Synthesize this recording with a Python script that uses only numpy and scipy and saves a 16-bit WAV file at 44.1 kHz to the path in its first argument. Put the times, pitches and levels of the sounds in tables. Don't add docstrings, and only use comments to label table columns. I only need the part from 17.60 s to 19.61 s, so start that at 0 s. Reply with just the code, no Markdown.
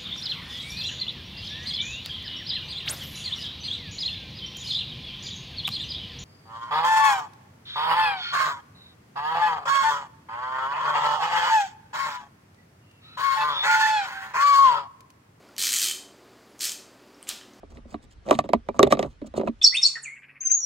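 import sys
import numpy as np
from scipy import signal
from scipy.fft import rfft, irfft
from scipy.io import wavfile
from scipy.ndimage import uniform_filter1d

SR = 44100
rng = np.random.default_rng(int(sys.argv[2]) if len(sys.argv) > 2 else 0)


def wav_record(signal):
    frames = np.transpose(np.atleast_2d(signal))
    bounded = np.clip(frames, -1, 1)
    quanta = np.round(bounded * 32767).astype(np.int16)
    wavfile.write(sys.argv[1], SR, quanta)


def volts_from_decibels(level):
    exponent = np.asarray(level, float) / 20
    return 10 ** exponent


N = 88817

# frequency in Hz, level in dB, t60 in seconds,
# phase lead of the left port in radians.
CONSOLE_MODES = [(137.7, -1, 0.13, -0.02), (235.6, 1, 0.09, 0.58), (293.7, -4.5, 0.073, -0.08),
                 (401.2, -1, 0.054, -0.48), (554.3, 0, 0.042, -0.5), (603.7, -2.5, 0.038, -1.2),
                 (660, -2.5, 0.034, -0.9), (706, -9.5, 0.02, -0.67), (846.4, -8, 0.052, -1.5),
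                 (990, -3.5, 0.032, 1.1), (1135.6, -8.5, 0.047, 1.33), (1180, -13, 0.048, -0.22)]
# frequency in Hz, left-right likeness (-1 to 1).
PORT_LIKENESS = [(60, 0.9), (240, 0.75), (950, -0.27), (3770, 0.4), (15000, -0.77)]


def evened(x):
    return x / np.sqrt(np.mean(x ** 2) + 1e-20)


def read(points, hz):
    f, value = np.transpose(points)
    return np.interp(np.log(hz + 1), np.log(f + 1), value)


def add(mix, s, sound):
    part = mix[..., max(round(s * SR), 0):][..., :sound.shape[-1]]
    part += sound[..., :part.shape[-1]]


def ports(x):
    lag_s, lagged = 0.00028, 0.64
    hz = np.fft.rfftfreq(len(x), 1 / SR)
    late = irfft(rfft(x) * np.exp(-2j * np.pi * hz * lag_s), len(x))
    left = (1 - lagged) * x + lagged * late
    return np.array([left * np.linalg.norm(x) / np.linalg.norm(left), x])


def ring(hz, db, t60, lead, length=0.2):
    rise_cycles = 0.7
    t = np.arange(0, length, 1 / SR)[:, None]
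    swell = 1 - np.exp(-(t * hz / rise_cycles) ** 2)
    fade = volts_from_decibels(db - 60 * t / np.maximum(t60, 0.003)) * swell
    return np.array([(fade * np.sin(2 * np.pi * hz * t + side * lead / 2)).sum(1) for side in (1, -1)])


def struck(ringing, blow, db):
    out = signal.fftconvolve(ringing, blow[None], axes=1)
    return volts_from_decibels(db) * out / abs(out).max()


def console_blow(db, centre_hz, upper_db, upper_hz, mode_luck, chatter):
    hz, level, t60, lead = np.transpose(CONSOLE_MODES)
    low = hz < 900
    low_octaves = np.log2(hz / centre_hz) / 0.55
    upper_octaves = np.log2(hz / upper_hz) / 0.14
    level = level - 6 * np.where(low, low_octaves, upper_octaves) ** 2
    level = level + 2.5 * mode_luck[:len(hz)]
    hz = hz * (1 + 0.012 * mode_luck[-len(hz):])
    belly = hz < 330

    t = np.arange(2048) / SR
    blow = ((t == 0) + 0.04 * np.exp(-t / 0.0015) * chatter)[:600]
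    body_late_s, belly_late_s = 0.001168, 0.00476
    out = np.zeros((2, SR // 3))
    for part, rel_db, late_s in (
        (low, 2.5, body_late_s),
        (~low, upper_db + 3.5, body_late_s),
        (belly, -12, belly_late_s),
    ):
        ringing = ring(hz[part], level[part], t60[part], lead[part])
        add(out, late_s, struck(ringing, blow, db + rel_db))
    return out


def crack(noise, colour, tail_db):
    t = np.arange(2048) / SR
    attack = np.minimum(t / 0.00037, 1)
    fade = attack * (np.exp(-t / 0.002) + volts_from_decibels(tail_db) * np.exp(-t / 0.0086))
    burst = fade * irfft(rfft(noise) * volts_from_decibels(read(colour, np.fft.rfftfreq(2048, 1 / SR))))
    return ports(burst / abs(burst).max())


def knock(db, centre_hz, upper_db, tick_db, upper_hz):
    # frequency in Hz, level in dB per Hz.
    shell_colour = [(880, -3.5), (1500, -14.5), (1690, -12.5), (1790, 4), (3160, -11.5), (3570, -16),
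                    (3790, -7), (4570, -17.5), (5000, -32), (6500, -60.5), (11000, -120)]
    # frequency in Hz, level in dB per Hz.
    top_colour = [(2940, -32.5), (5000, 2.5), (6290, -3.5), (9200, -8), (10500, -25), (11600, -16),
                  (13700, -20), (15400, -20), (16500, -28)]
    luck = rng.standard_normal((4, 2048))
    out = console_blow(db, centre_hz, upper_db, upper_hz, luck[0], luck[1])
    crack_db = db + tick_db + 4
    top_db = crack_db - 3 + 0.46 * db
    add(out, 0, volts_from_decibels(crack_db) * crack(luck[2], shell_colour, tail_db=-8))
    add(out, 0, volts_from_decibels(top_db) * crack(luck[3], top_colour, tail_db=-28))
    return out


def knocks():
    # start in seconds, peak in dB, body centre in Hz,
    # upper modes in dB relative, tick in dB relative.
    fumbles = [(0.031, -33.5, 510, -13.5, -41), (0.171, -42.5, 330, -37, -3), (0.253, -44.5, 295, -31, -31),
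               (0.342, -31.5, 320, 1, -4.5), (0.663, -35.5, 607, -6, -27), (0.679, -25, 655, -23, -22),
               (0.687, -20.5, 600, -21, -10.5), (0.696, -18.5, 780, -23, -15),
               (0.709, -3.5, 533, -4.5, -12.5), (0.717, -15.5, 614, -9, -30),
               (0.726, -16.5, 570, -7, -11.5), (0.735, -29.5, 603, 0, -18), (0.744, -45, 400, 7, -6),
               (0.751, -36.5, 290, -3, 7), (0.789, -14, 790, -1.5, -1.5), (0.84, -29.5, 414, -11.5, -13.5),
               (0.89, -22, 600, -12, -10.5), (0.896, -26.5, 390, -25, -15.5), (0.926, -38.5, 808, -17, -32),
               (0.933, -10.5, 677, -5.5, -12), (0.942, -18.5, 299, -33.5, -15.5),
               (1.087, -15.5, 640, -11, -18.5), (1.092, -25, 393, -17, -21), (1.143, -37, 597, -0.5, -17.5)]
    # start in seconds, peak in dB, body centre in Hz,
    # upper modes in dB relative, tick in dB relative.
    seating = [(1.186, -37, 710, -10.5, -10), (1.192, -4.5, 541, -5.5, -14), (1.204, -8, 507, -17, -31),
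               (1.212, -20, 555, -22, -28), (1.221, -16.5, 600, -22.5, -28.5), (1.229, -3.5, 510, -9, -8),
               (1.267, -17, 616, -13.5, -22), (1.272, -15.5, 507, -36, -16.5), (1.305, -26, 576, -8, -8),
               (1.31, -18.5, 570, -26, -11), (1.316, -24.5, 302, -30, 1.5), (1.323, -4.5, 580, -7.5, -10),
               (1.35, -24.5, 530, -30.5, -12.5), (1.371, -26, 370, -10, -13),
               (1.392, -13.5, 650, -16.5, -10), (1.396, -15, 534, -19, -15), (1.4273, -19, 550, -14, -5),
               (1.447, -22, 560, -31.5, -39), (1.457, -44, 343, -15, -37)]
    # start in seconds, peak in dB, body centre in Hz,
    # upper modes in dB relative, tick in dB relative.
    pushes = [(1.616, -33, 293, -14, -12.5), (1.643, -41, 270, -9.5, -29.5),
              (1.667, -40.5, 296, -15.5, -34), (1.739, -26, 622, -13, -16.5), (1.751, -37.5, 269, -7, -10),
              (1.767, -41, 600, 4, -20), (1.775, -32, 580, -3.5, -11), (1.778, -22, 393, -20, -38),
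              (1.796, -19.5, 396, -16.5, -20), (1.8, -30.5, 550, -5, -13.5), (1.812, -21, 560, -9.5, -15.5),
              (1.833, -19.5, 463, -23, -37.5), (1.852, -27.5, 277, -36, -29), (1.865, -34, 511, -29, -10),
              (1.873, -21, 670, -5, -15.5), (1.876, -19, 640, -6, -17.5), (1.884, -22.5, 263, -41, -15.5)]
    upper_spots = (1056, 1144, 1051)
    out = np.zeros((2, N))
    for group, upper_hz in zip((fumbles, seating, pushes), upper_spots):
        for s, *blow in group:
            add(out, s, knock(*blow, upper_hz))
    return out


def singing_parts():
    # start in seconds, peak in dB, frequency in Hz, t60 in seconds.
    sung = [(.254, -42, 547, 0.028), (.687, -48, 3860, .01), (.696, -33.5, 3830, .01),
            (.7095, -16, 2970, .008), (.743, -30, 3770, 0.011), (.789, -26, 3700, 0.009),
            (.343, -25, 705, .03), (.344, -31.5, 296.3, 0.07), (.789, -12, 719, 0.025),
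            (0.935, -10, 990, 0.024), (.9345, -8.5, 684, 0.035), (0.936, -23.5, 3050, .01),
            (.935, -31, 2080, 0.03), (1.088, -38.5, 2350, 0.047), (1.088, -22, 923, .025),
            (1.1925, -17.5, 6200, 0.0049), (1.194, -7.5, 1165, 0.03), (1.2295, -8, 3657, 0.016),
            (1.273, -31.5, 3560, 0.012), (1.326, -7, 1215, 0.025), (1.3925, -23.5, 3510, 0.0058),
            (1.427, -31, 2890, .008), (1.618, -32.5, 571, 0.05), (1.62, -27, 295.4, 0.064),
            (1.644, -36, 605, 0.033), (1.776, -34.5, 7100, 0.0045), (1.7788, -13, 438, 0.014),
            (1.813, -30, 563, 0.038), (1.8775, -30, 2520, 0.018)]
    out = np.zeros((2, N))
    for s, db, hz, t60 in sung:
        tone = ring(hz, 0, t60, 0, length=0.12)[0]
        add(out, s, volts_from_decibels(db) * ports(tone / abs(tone).max()))
    return out


def rubbing(column):
    # start in seconds, length in seconds, hiss in dB, console murmur in dB.
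    rubs = [(0.092, 0.038, -64, -49), (0.123, 0.07, -67, -48), (0.269, 0.092, -60.5, -48),
            (0.413, 0.047, -62, -56), (0.496, 0.0464, -63, -74.5), (0.643, 0.12, -53.5, -31.5),
            (0.714, 0.058, -52.5, -42), (0.767, 0.049, -53, -35.5), (0.837, 0.03, -62.5, -39.5),
            (1.058, 0.02, -74.5, -49), (1.135, 0.047, -60.5, -41), (1.178, 0.099, -60.5, -31),
            (1.299, 0.048, -40, -28), (1.351, .13, -60.5, -33), (1.447, 0.1, -68, -62.5),
            (1.658, 0.023, -53.5, -41.5), (1.752, 0.041, -47, -33), (1.8, 0.097, -69.5, -43.5),
            (1.984, 0.015, -70, -83.5)]
    level = np.zeros(N)
    for row in rubs:
        u = np.arange(0, row[1], 1 / SR) / row[1]
        add(level, row[0], volts_from_decibels(row[column]) * np.sin(np.pi * u ** 1.3) ** 0.9)
    return level


def drag():
    slips_per_s = 700
    slips = (rng.random(N) < slips_per_s / SR) * rng.standard_normal(N)
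    slips = slips * volts_from_decibels(1.5 * rng.exponential(1, N).clip(0, 4))
    body = ring(*np.transpose(CONSOLE_MODES))
    body = body / np.linalg.norm(body[0])
    rubbed = evened(slips) * rubbing(column=3)
    return signal.fftconvolve(body, rubbed[None], axes=1)[:, :N]


def coloured(points, same, patchy_db):
    frames, hz = N // 256 + 5, np.fft.rfftfreq(1024, 1 / SR)
    a, b, c, d, patches = rng.standard_normal((frames, 513, 5)).T
    patches = uniform_filter1d(patches, size=8, axis=0)
    patches = evened(uniform_filter1d(patches, size=6, axis=1))
    same = np.clip(same * np.ones(len(hz)), -1, 1)[:, None]
    left, other = a + 1j * b, c + 1j * d
    z = np.array([left, same * left + np.sqrt(1 - same ** 2) * other])
    z = z * volts_from_decibels(read(points, hz)[:, None] + patchy_db * patches)
    return evened(signal.istft(z, nperseg=1024, noverlap=768)[1][:, :N])


def scuffs():
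    # frequency in Hz, level in dB per Hz.
    skin_colour = [(800, -22), (1800, -6), (3900, -6), (9300, -10), (10500, -38), (12400, -21),
                   (13800, -42), (15400, -19)]
    grain = volts_from_decibels(3.5 * evened(uniform_filter1d(rng.standard_normal(N), size=90)))
    hiss = coloured(skin_colour, 0.83, patchy_db=3.0)[0]
    return ports(hiss * rubbing(column=2) * grain)


def seat_thuds():
    # start in seconds, level in dB, frequency in Hz.
    bumps = [
        (0.949, -32.5, 63),
        (1.25, -32, 70),
    ]
    out = np.zeros((2, N))
    for s, db, hz in bumps:
        t = np.arange(0, 3.5 / hz, 1 / SR)
        swell = np.sin(np.pi * t / t[-1]) ** 2
        add(out, s, volts_from_decibels(db) * swell * np.sin(2 * np.pi * hz * t) * np.ones((2, 1)))
    return out


def cabin(x):
    # frequency in Hz, t60 in seconds.
    decay = [(150, .12), (500, .08), (2000, .06), (8000, .04)]
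    taps = np.zeros((2, SR // 4))
    at = np.arange(60, SR // 4 - 20, 20)
    signs = (rng.integers(0, 20, (2, len(at))), rng.choice([-1., 1.], (2, len(at))))
    np.put_along_axis(taps, at + signs[0], signs[1], 1)
    hz, t, z = signal.stft(taps, SR, nperseg=256)
    same = np.clip(read(PORT_LIKENESS, hz), 0, 1)[:, None]
    z = np.array([z[0], same * z[0] + np.sqrt(1 - same ** 2) * z[1]])
    tail = signal.istft(z * volts_from_decibels(-60 * t / read(decay, hz)[:, None]), SR, nperseg=256)[1]
    return signal.fftconvolve(x, tail / np.linalg.norm(tail[0]), axes=1)[:, :N]


def cabin_hum():
    # frequency in Hz, level in dB per Hz.
    hum_colour = [(22, 16), (50, 11), (120, -4.5), (706, -16.5), (1640, -19.5), (5570, -31.5), (10400, -42),
                  (15200, -71), (16500, -72.5)]
    same = read(PORT_LIKENESS, np.fft.rfftfreq(1024, 1 / SR))
    return volts_from_decibels(-47) * coloured(hum_colour, same, patchy_db=2.0)


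def scene():
    fob = knocks() + singing_parts() + drag() + scuffs() + seat_thuds()
    fob = fob + volts_from_decibels(-19) * cabin(fob)
    left_db = -2.7
    fob = fob * volts_from_decibels(np.array([[left_db / 2], [-left_db / 2]]))
    return fob + cabin_hum()


def band_limit(x):
    return signal.sosfilt(signal.butter(12, 16970, fs=SR, output="sos"), x)


def record(dry):
    bass_cut = signal.lfilter(*signal.butter(2, 40, "high", fs=SR), dry)
    limited = np.tanh(bass_cut / 1.034) * 1.005
    edge = signal.firwin(255, 16400, window=("kaiser", 9), fs=SR)
    return band_limit(signal.oaconvolve(limited, edge[None], "same", axes=1))


dry = scene()
out = record(dry)
wav_record(out)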